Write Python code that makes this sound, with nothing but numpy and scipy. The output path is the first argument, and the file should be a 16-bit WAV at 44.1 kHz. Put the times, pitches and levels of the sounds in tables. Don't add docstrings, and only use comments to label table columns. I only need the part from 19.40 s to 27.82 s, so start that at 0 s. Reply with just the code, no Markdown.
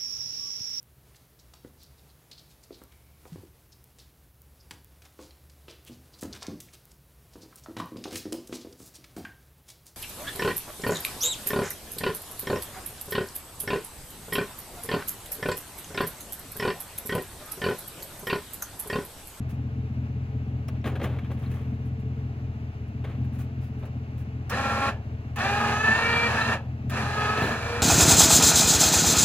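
import sys
import numpy as np
from scipy import signal
from scipy.fft import rfft, irfft, next_fast_len
from scipy.io import wavfile
from scipy.ndimage import uniform_filter1d

SR = 44100
rng = np.random.default_rng(int(sys.argv[2]) if len(sys.argv) > 2 else 0)


def magnitude_from_level(level_db):
    exponent = np.asarray(level_db, float) / 20
    return 10 ** exponent


def transcribe(signal):
    frames = np.atleast_2d(signal).T
    limited = np.clip(frames, -1, 1)
    pcm = np.round(limited * 32767).astype(np.int16)
    wavfile.write(sys.argv[1], SR, pcm)


N = 371322
TIME = np.arange(N) / SR

# time_s, firing_rate_hz, exhaust_level_db
IDLE = [(0.0, 42.13, -36.1), (0.6, 42.34, -36.0), (1.1, 42.17, -35.9), (2.0, 42.37, -35.8),
        (2.9, 42.4, -36.9), (3.4, 40.32, -38.2), (3.8, 42.89, -35.6), (4.3, 42.21, -38.6),
        (5.0, 41.65, -37.8), (5.45, 39.88, -38.2), (6.05, 41.5, -37.8), (6.4, 41.61, -38.5),
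        (6.6, 40.84, -38.3), (7.0, 41.59, -37.7), (7.2, 41.58, -38.2), (7.5, 42.87, -37.0),
        (7.8, 41.92, -37.7), (8.42, 39.04, -39.0)]
# strength_db, lateness_ms
CYLINDERS = [(6.4, 3.49), (-2.0, 4.98), (3.2, 2.61), (1.8, 4.86), (-12.8, 0.01), (4.2, 2.85), (-3.6, 4.89),
             (2.9, 1.88)]
# pitch_hz, width_hz, level_db,
# polarity
EXHAUST_MODES = [(42, 10, -26.5, -1), (88, 6, 0, -1), (102.3, 48, -9, 1), (129.8, 9.6, -1.2, -1),
                 (165, 4.3, -31.5, 0.9), (181.4, 6.7, -25.5, 0.91), (220.1, 18.6, -11.5, -0.85),
            (279.1, 11.8, -20, 0.73), (421, 13, -33.5, 0.41)]
# pitch_hz, width_hz, level_db
GAS = [(66.4, 4.2, -10), (129, 33, -8), (216, 52, -2), (270.3, 63, -7), (435.2, 13.8, -9.5)]
# pitch_hz, level_db (per Hz)
ENGINE_BAY = [(180, -27), (300, -3), (405, -9), (440, -0.5), (478, -14), (519, -13.5), (620, -9),
              (820, -11.5), (930, -17), (2790, -21.5), (3190, -30.5), (6620, -39), (9550, -49.5),
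              (15000, -47.5), (16000, -57)]
# start_s, knock_db, thud_db, length_s
LOG_BUMPS = [(1.284, -42.5, -40, 0.014), (1.349, -50, -54, .022), (1.441, -31, -29.5, 0.014),
             (1.456, -31, -26, 0.011), (1.472, -36, -33, 0.03), (1.515, -49, -38.5, 0.087),
             (1.553, -35.5, -40.5, 0.02), (1.596, -40, -33, 0.019), (1.613, -35.5, -33.5, 0.037),
             (1.64, -32, -40, 0.016), (1.657, -40, -34.5, 0.013), (1.689, -41.5, -41, 0.08),
             (1.786, -37.5, -44, 0.013), (1.844, -43, -50, .02), (1.898, -42, -39, 0.029),
             (1.97, -52, -55, 0.099), (2.027, -45.5, -55, 0.089), (2.115, -45.5, -56, 0.27),
             (2.167, -53, -61, 0.07), (3.639, -37.5, -40, 0.065), (3.694, -63, -53, 0.017),
             (4.424, -47, -39, 0.031), (5.983, -25, -33, 0.018), (7.972, -25.5, -28, 0.026),
             (8.016, -31, -28.5, 0.054), (8.049, -33, -35.5, 0.076)]
# start_s, crunch_db, length_s
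SNOW_STEPS = [(0.087, -61.5, 0.041), (1.28, -54.5, 0.011), (1.45, -56.5, 0.038), (1.628, -55, 0.025),
              (1.912, -67, .03), (1.976, -70.5, 0.1), (2.092, -66, .06), (2.4483, -71, .036),
              (2.59, -73, .027), (3.474, -73, .02), (3.843, -67, .012), (3.923, -65, 0.057),
              (3.985, -59, 0.044), (4.207, -67.5, 0.068), (4.384, -71, 0.038), (4.451, -66, 0.015),
              (4.773, -64, 0.041), (7.98, -56, 0.11)]
# knock_db, thud_db, crunch_db, length_s
RELAY = (-31, -48, -46, .011)
# pitch_hz, width_hz, level_db
WOOD = [(680, 90, -2.5), (1090, 70, 2.5), (1650, 90, -7.5), (2710, 120, -12.5)]
# start_s, pitch_hz, level_db, fade_s (to -60 dB)
CLINKS = [(1.283, 5500, -46, 0.033), (1.414, 5660, -60, .03), (1.52, 6800, -56, .02),
          (1.64, 7000, -52, .03), (1.772, 3200, -52, .03), (1.787, 2290, -39, .04), (1.836, 3180, -50, .04),
          (2.062, 4160, -49, .04), (5.098, 5650, -34, 0.022), (5.139, 230, -29, 0.22),
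          (5.138, 1810, -23, .06), (7.011, 4045, -32, .08), (7.996, 2623, -30, .08),
          (5.49, 5000, -44, 0.04), (5.962, 6650, -50, .04), (7.975, 4200, -38, 0.066),
          (8.03, 4098, -35, 0.055), (8.075, 4310, -39, 0.051)]
# switch_on_s, switch_off_s, spin_up_s, gear_tone_db, mast_ring_db
WINCH_RUNS = [
    (5.095, 5.49, .028, -3.5, -19),
    (5.959, 7.14, .042, 4, -27.5),
    (7.496, 8.6, .035, -2.5, -12),
]
# time_s, mesh_rate_hz, level_db, tone_db
GEAR_MESH = [
    [(5.1, 273, -28, -1), (5.2, 272.9, -28.5, 0), (5.3, 271.8, -28, -1), (5.38, 271, -29.5, 0),
     (5.48, 275.1, -26.5, 2.5)],
    [(5.96, 399.2, -27, -6), (6.05, 403.2, -26.5, 1.5), (6.15, 412.7, -26.5, -3), (6.33, 416.1, -26, -0.2),
     (6.4, 429.7, -30, 1), (6.47, 436, -26, 0.5), (6.55, 448.4, -26.5, 1.5), (6.62, 459, -25, 0.5),
     (6.7, 468.7, -25.5, 1.5), (6.87, 469, -24.5, -0.2), (6.93, 425.8, -24.5, 5), (6.98, 436, -23, -1.5),
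     (7.05, 452.2, -26, -1), (7.14, 457, -25, -4)],
    [(7.5, 398, -33.5, -2), (7.58, 399.6, -27, -2), (7.65, 408, -30, -2), (7.75, 415.2, -29, 1),
     (7.85, 421, -27, 3.5), (7.95, 425.7, -27.5, .1), (8.05, 439, -28, -0.5), (8.13, 451.3, -28, -5),
     (8.2, 461.6, -32, -3), (8.28, 470.5, -31.5, 2), (8.42, 479.4, -29.5, -2.5)],
]
TEETH_DB = [-2, 4, 2, 0.5, 0.5, 1.5, 2, 2, 2.5, 0, 0, -0.5, -1.5, -4.5, -8.5, -7, -10.5, -11]
# pitch_hz, width_hz, level_db
CRANE_SLACK = [(247, 16, 0.5), (554, 59, -9.5), (808, 33, -3.5), (1093, 59, -2), (1371, 30, 2.5),
               (1627, 24, -25), (1846, 52, -6), (2180, 50, -12), (2367, 45, -11), (2710, 60, -15),
               (3260, 37, -13), (4100, 53, -8)]
CRANE_HAULING = [(415, 40, -11.5), (818, 22, 1), (1266, 58, -3), (1758, 53, 7.5), (1866, 40, -5.5),
                 (2350, 19, -5.5), (2604, 150, -10.5), (3290, 80, -13), (3606, 60, -19.5), (4060, 70, -9),
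                 (4720, 80, -18.5), (5000, 180, -41), (5560, 59, -39), (6160, 670, -31), (6350, 49, -32),
                 (6840, 450, -37)]
CRANE_LOADED = [(436, 50, -9.5), (823, 35, -6), (1270.3, 43, -1.5), (1753, 78, 1.5), (2360, 40, -9),
                (2604, 39.7, -3.5), (3360, 35, -16.5), (4100, 100, -12), (4760, 60, -17), (6400, 280, -26)]
# pitch_hz, level_db (per Hz)
RATTLE = [(120, -2), (200, -7.5), (227, 2.5), (283, -16), (683, -4), (806, -3), (1020, -4), (1270, -5),
          (1500, -6), (1770, 2), (1980, -14.5), (2420, -3.5), (3020, -10.5), (4120, -15), (7300, -23.5),
          (8000, -30), (12000, -39.5), (13300, -47.5), (15600, -38)]

ENGINE_LEAD, EXHAUST_LEAD, WINCH_LEAD, BUMP_LEAD = 12, 4, 4, 1


def curve(rows):
    s, *columns = np.transpose(rows)
    return [np.interp(TIME, s, c) for c in columns]


def unit(x):
    return x / np.sqrt(np.mean(x ** 2))


def hold(x, db):
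    slow_power = uniform_filter1d(x ** 2, size=SR // 2)
    return x * magnitude_from_level(db) / np.sqrt(slow_power + 1e-18)


def ring(x, hz, width):
    return signal.lfilter(*signal.iirpeak(hz, hz / width, SR), x)


def body(x, modes):
    return sum((-1) ** k * magnitude_from_level(db) * ring(x, hz, width) for k, (hz, width, db) in enumerate(modes))


def band(x, lo_hz, hi_hz):
    edges = [lo_hz, min(hi_hz, .45 * SR)]
    return signal.sosfilt(signal.butter(2, edges, "band", fs=SR, output="sos"), x)


def low(x, order, hz):
    return signal.sosfiltfilt(signal.butter(order, hz, fs=SR, output="sos"), x)


def colour(x, spectrum):
    hz, db = np.transpose(spectrum)
    size = next_fast_len(N)
    bins_hz = np.arange(size // 2 + 1) * SR / size
    gain = magnitude_from_level(np.interp(np.log(bins_hz + 1), np.log(hz), db))
    return irfft(rfft(x, size) * gain, size)[:N]


def walk(rate):
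    k = int(SR / rate)
    steps = np.repeat(rng.standard_normal(N // k + 1), k)
    return 1.34 * uniform_filter1d(uniform_filter1d(steps, k), k)[:N]


def place(x, lead, pan_db, treble_db=0.):
    left = x
    if treble_db:
        left = x + (magnitude_from_level(treble_db) - 1) * band(x, 2500, 8200)
    right = np.pad(x, (lead, 0), mode="edge")[:N]
    return np.array([left * magnitude_from_level(pan_db / 2), right * magnitude_from_level(-pan_db / 2)])


def cylinder_firings(hz):
    phase = np.cumsum(hz) / SR
    at = np.flatnonzero(np.diff(np.floor(phase)))
    cylinder = np.floor(phase[at + 1]).astype(int) % 8
    strength_db, late_ms = np.transpose(CYLINDERS)[:, cylinder]
    chance = rng.standard_normal((400, 2))[:len(at)].T
    late = ((late_ms + .12 * chance[0]) * SR / 1000).astype(int)
    firings = np.zeros(N)
    firings[np.clip(at + late, 0, N - 1)] = magnitude_from_level(strength_db + .8 * chance[1])
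    cycle = at[7]
    firings[:cycle] = firings[cycle:2 * cycle]
    return firings, cycle


def exhaust():
    hz, level_db = curve(IDLE)
    off_hz = hz - 42
    boom_db = level_db - 1.7 * off_hz
    pipe_db = level_db + 4 + 3 * off_hz
    firings, cycle = cylinder_firings(hz)
    warm = np.concatenate([firings[:cycle], firings])
    pipe = sum(sign * magnitude_from_level(db) * ring(warm, f, width)[cycle:] for f, width, db, sign in EXHAUST_MODES)
    pipe = low(pipe, 2, 480)
    boom = low(pipe, 3, 97)
    tone = hold(boom, boom_db - .6) + hold(pipe - boom, pipe_db - 1.5)
    puff = uniform_filter1d(uniform_filter1d(firings, size=500), size=300)
    gas = band(body(puff * rng.standard_normal(N), GAS), 30, 1200)
    return place(tone + magnitude_from_level(pipe_db - 13.0) * unit(gas), EXHAUST_LEAD, 1.55)


def engine_bay():
    near, left, right = (colour(rng.standard_normal(N), ENGINE_BAY) for _ in range(3))
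    level_db = -54.5 + 0.2 * walk(0.17) + .5 * walk(27)
    scale = magnitude_from_level(level_db) / np.std(band(near, 680, 16000))
    scattered = band(np.array([left, right]), 740, 18000)
    return scale * (place(near, ENGINE_LEAD, .6) + 0.8 * scattered)


def rumble():
    deep = band(rng.standard_normal(N), 36, 55)
    return place(magnitude_from_level(-57) * unit(deep), EXHAUST_LEAD, 0.9)


def bump_list():
    rows = [(s, db, thud_db, db - 32.5, length, 1) for s, db, thud_db, length in LOG_BUMPS]
    rows += [(s, db + 15, db + 7, db, length, 1.6) for s, db, length in SNOW_STEPS]
    rows += [(run[0], *RELAY, 1) for run in WINCH_RUNS]
    return rows


def struck_wood(scrape, panel_hz):
    struck = 1.14 * band(band(scrape, 800, 3900), 800, 3900)
    struck += magnitude_from_level(-14) * band(scrape, 2900, 6200)
    struck += ring(scrape, panel_hz, 0.032 * panel_hz)
    return struck + magnitude_from_level(5.5) * body(scrape, WOOD)


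def bumps():
    grit = rng.standard_normal((4, N)) * magnitude_from_level(1.6 * rng.exponential(size=(4, N))) * magnitude_from_level(1.8 * walk(120))
    knock, fades = np.zeros(N), np.zeros((2, N))
    rows = bump_list()
    pitch_hz = 2180 * np.exp(0.34 * rng.standard_normal(len(rows)))
    for (s, knock_db, thud_db, crunch_db, length, shape), panel_hz in zip(rows, pitch_hz):
        start = int(s * SR)
        age = np.arange(min(int(.3 * SR), N - start)) / SR
        span = slice(start, start + len(age))
        rise_s = 0.0014 if shape == 1 else .2 * length
        fade = (1 - np.exp(-age / rise_s)) * np.exp(-(age / max(length, .004)) ** shape)
        struck = struck_wood(grit[0, span] * fade, panel_hz)
        knock[span] += magnitude_from_level(knock_db - 5.5) * struck * np.std(fade) / np.std(struck)
        fades[:, span] += magnitude_from_level(np.array([[thud_db], [crunch_db]])) * fade
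    thud_level, crunch_level = np.sqrt(np.mean(fades ** 2, axis=1))
    thud = thud_level * unit(band(fades[0] * grit[1], 71, 565))
    crunch = np.array([band(fades[1] * (grit[2] + 1.1 * g), 4600, 19000) for g in (grit[3], -grit[3])])
    crunch *= crunch_level / np.std(crunch)
    return place(knock + magnitude_from_level(0.5) * thud, BUMP_LEAD, 1.0) + magnitude_from_level(7.5) * crunch


def clinks():
    out = np.zeros(N)
    age = np.arange(SR // 10) / SR
    for s, hz, db, t60 in CLINKS:
        pair = np.sin(2 * np.pi * hz * age) + 0.65 * np.sin(2 * np.pi * 0.94 * hz * age)
        fade = magnitude_from_level(db - 60 * age / max(t60, .005)) * (1 - np.exp(-age / 0.00071))
        start = int(s * SR)
        out[start:start + len(age)] += pair * fade
    return place(out, BUMP_LEAD, .4)


def winch_motion():
    out = np.zeros((5, N))
    out[0], out[1] = 200, -120
    for (on, off, spin_s, gear_db, mast_db), rows in zip(WINCH_RUNS, GEAR_MESH):
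        hz, level_db, clean_db = curve(rows)
        age, coast = np.maximum(TIME - on, 0), np.maximum(TIME - off, 0)
        hz = hz * (1 - .31 * np.exp(-age / spin_s)) - 800 * coast
        hz = np.maximum(hz, 100)
        drop_hz = np.maximum(-np.gradient(hz), 0)
        dragged_hz = signal.lfilter([1], [1, -np.exp(-1 / (0.066 * SR))], drop_hz)
        tone_db = gear_db + clean_db - 0.7 * dragged_hz
        level_db = level_db - 16.5 * np.exp(-age / (0.42 * spin_s))
        out = np.where(TIME >= on, [hz, level_db, tone_db, mast_db + 0 * hz, coast], out)
    return out


def gear_teeth(turn, shaft):
    mesh = turn + 0.11 * np.sin(3 * shaft)
    teeth = np.zeros(N)
    for k, db in enumerate(TEETH_DB):
        blur = (0.18 + 0.059 * k) * walk(60)
        teeth += magnitude_from_level(db + 2.25 * walk(25)) * np.cos((k + 1) * mesh + blur)
    return magnitude_from_level(3.5 * np.cos(shaft)) * teeth


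def crane_frame(teeth):
    run = np.searchsorted([WINCH_RUNS[1][0], WINCH_RUNS[2][0]], TIME)
    frames = [unit(body(teeth, modes)) for modes in (CRANE_SLACK, CRANE_HAULING, CRANE_LOADED)]
    return np.choose(run, frames)


def motor_commutator(turn, hz):
    cap = magnitude_from_level(-24) / (1 + ((15 * hz - 6470) / 140) ** 2)
    return magnitude_from_level(3.0 * walk(25)) * np.cos(15 * turn) * (magnitude_from_level(-0.0796 * hz) + cap)


def drum_squeal():
    start_s, end_s = 6.64, 6.895
    locked = uniform_filter1d(1. * (TIME > start_s) * (TIME < end_s), size=int(0.049 * SR))
    drum_hz = 2352 - 45 * np.exp(-np.maximum(TIME - start_s, 0) / .05) + 5 * walk(30)
    return magnitude_from_level(2.0 * walk(20) - 4) * locked * np.cos(2 * np.pi * np.cumsum(drum_hz) / SR)


def loose_clicks(shaft):
    clicks = rng.standard_normal(N) * magnitude_from_level(1.5 * rng.exponential(size=N)) * magnitude_from_level(1.5 * walk(30))
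    place_on_wheel = (shaft / (2 * np.pi) * 4096).astype(int) % 4096
    worn = rng.standard_normal(4096)[place_on_wheel]
    repeat_share = 0.68
    return np.sqrt(1 - repeat_share) * unit(clicks) + np.sqrt(repeat_share) * worn * magnitude_from_level(0.93 * walk(15))


def winch():
    hz, level_db, tone_db, mast_db, coast = winch_motion()
    turn = 2 * np.pi * np.cumsum(hz * (1 + 0.00387 * walk(40))) / SR
    shaft = turn / 16.3
    teeth = gear_teeth(turn, shaft)
    gears = unit(crane_frame(teeth) + magnitude_from_level(-9.0) * unit(colour(teeth, RATTLE)))
    whine = gears + motor_commutator(turn, hz) + drum_squeal()
    whine += magnitude_from_level(mast_db) * unit(ring(teeth, 474.2, 23))

    clicks = loose_clicks(shaft)
    rattle = colour(clicks, RATTLE)
    rattle /= np.std(band(rattle, 426, 4350))
    mids = band(rattle, 524, 3180) + magnitude_from_level(-7.0) * unit(body(clicks, CRANE_HAULING))
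    mids += magnitude_from_level(-18.5) * unit(ring(clicks, 4080, 59))

    coast_db = -350 * coast
    sound = magnitude_from_level(coast_db) * (magnitude_from_level(0.75) * mids + magnitude_from_level(tone_db) * whine)
    hiss_db = -6.5 - 0.36 * np.maximum(level_db + 28.5, -12) - 480 * coast
    sound += magnitude_from_level(hiss_db) * unit(band(rattle, 2700, 26000))
    sound += magnitude_from_level(-5.5 - 178 * coast) * unit(band(rattle, 184, 800))
    sound *= magnitude_from_level(level_db)

    scatter = band(np.array([colour(rng.standard_normal(N), RATTLE) for _ in range(2)]), 300, 19500)
    scatter *= magnitude_from_level(level_db - 8.0 + coast_db) / np.std(scatter)
    heard = place(sound, WINCH_LEAD, .2, treble_db=-10.0)
    heard[0] -= 0.27 * band(sound, 900, 2800)
    return heard + scatter


def scene():
    return exhaust() + engine_bay() + rumble() + bumps() + clinks() + winch()


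def roll_off(x):
    return signal.sosfilt(signal.butter(12, 16650, fs=SR, output="sos"), x)


def record(dry):
    running = np.pad(dry, ((0, 0), (256, 0)), mode="reflect", reflect_type="odd")
    top_cut = signal.ellip(10, .2, 60, 15830, fs=SR, output="sos")
    cut = signal.sosfilt(top_cut, running)[:, 256:]
    cut = cut - 0.52 * ring(cut, 7880, 830)
    fade_in = np.sin(np.minimum(TIME / .006, 1) * np.pi / 2) ** 2
    return roll_off(cut * fade_in)


dry = scene()
out = record(dry)
transcribe(out)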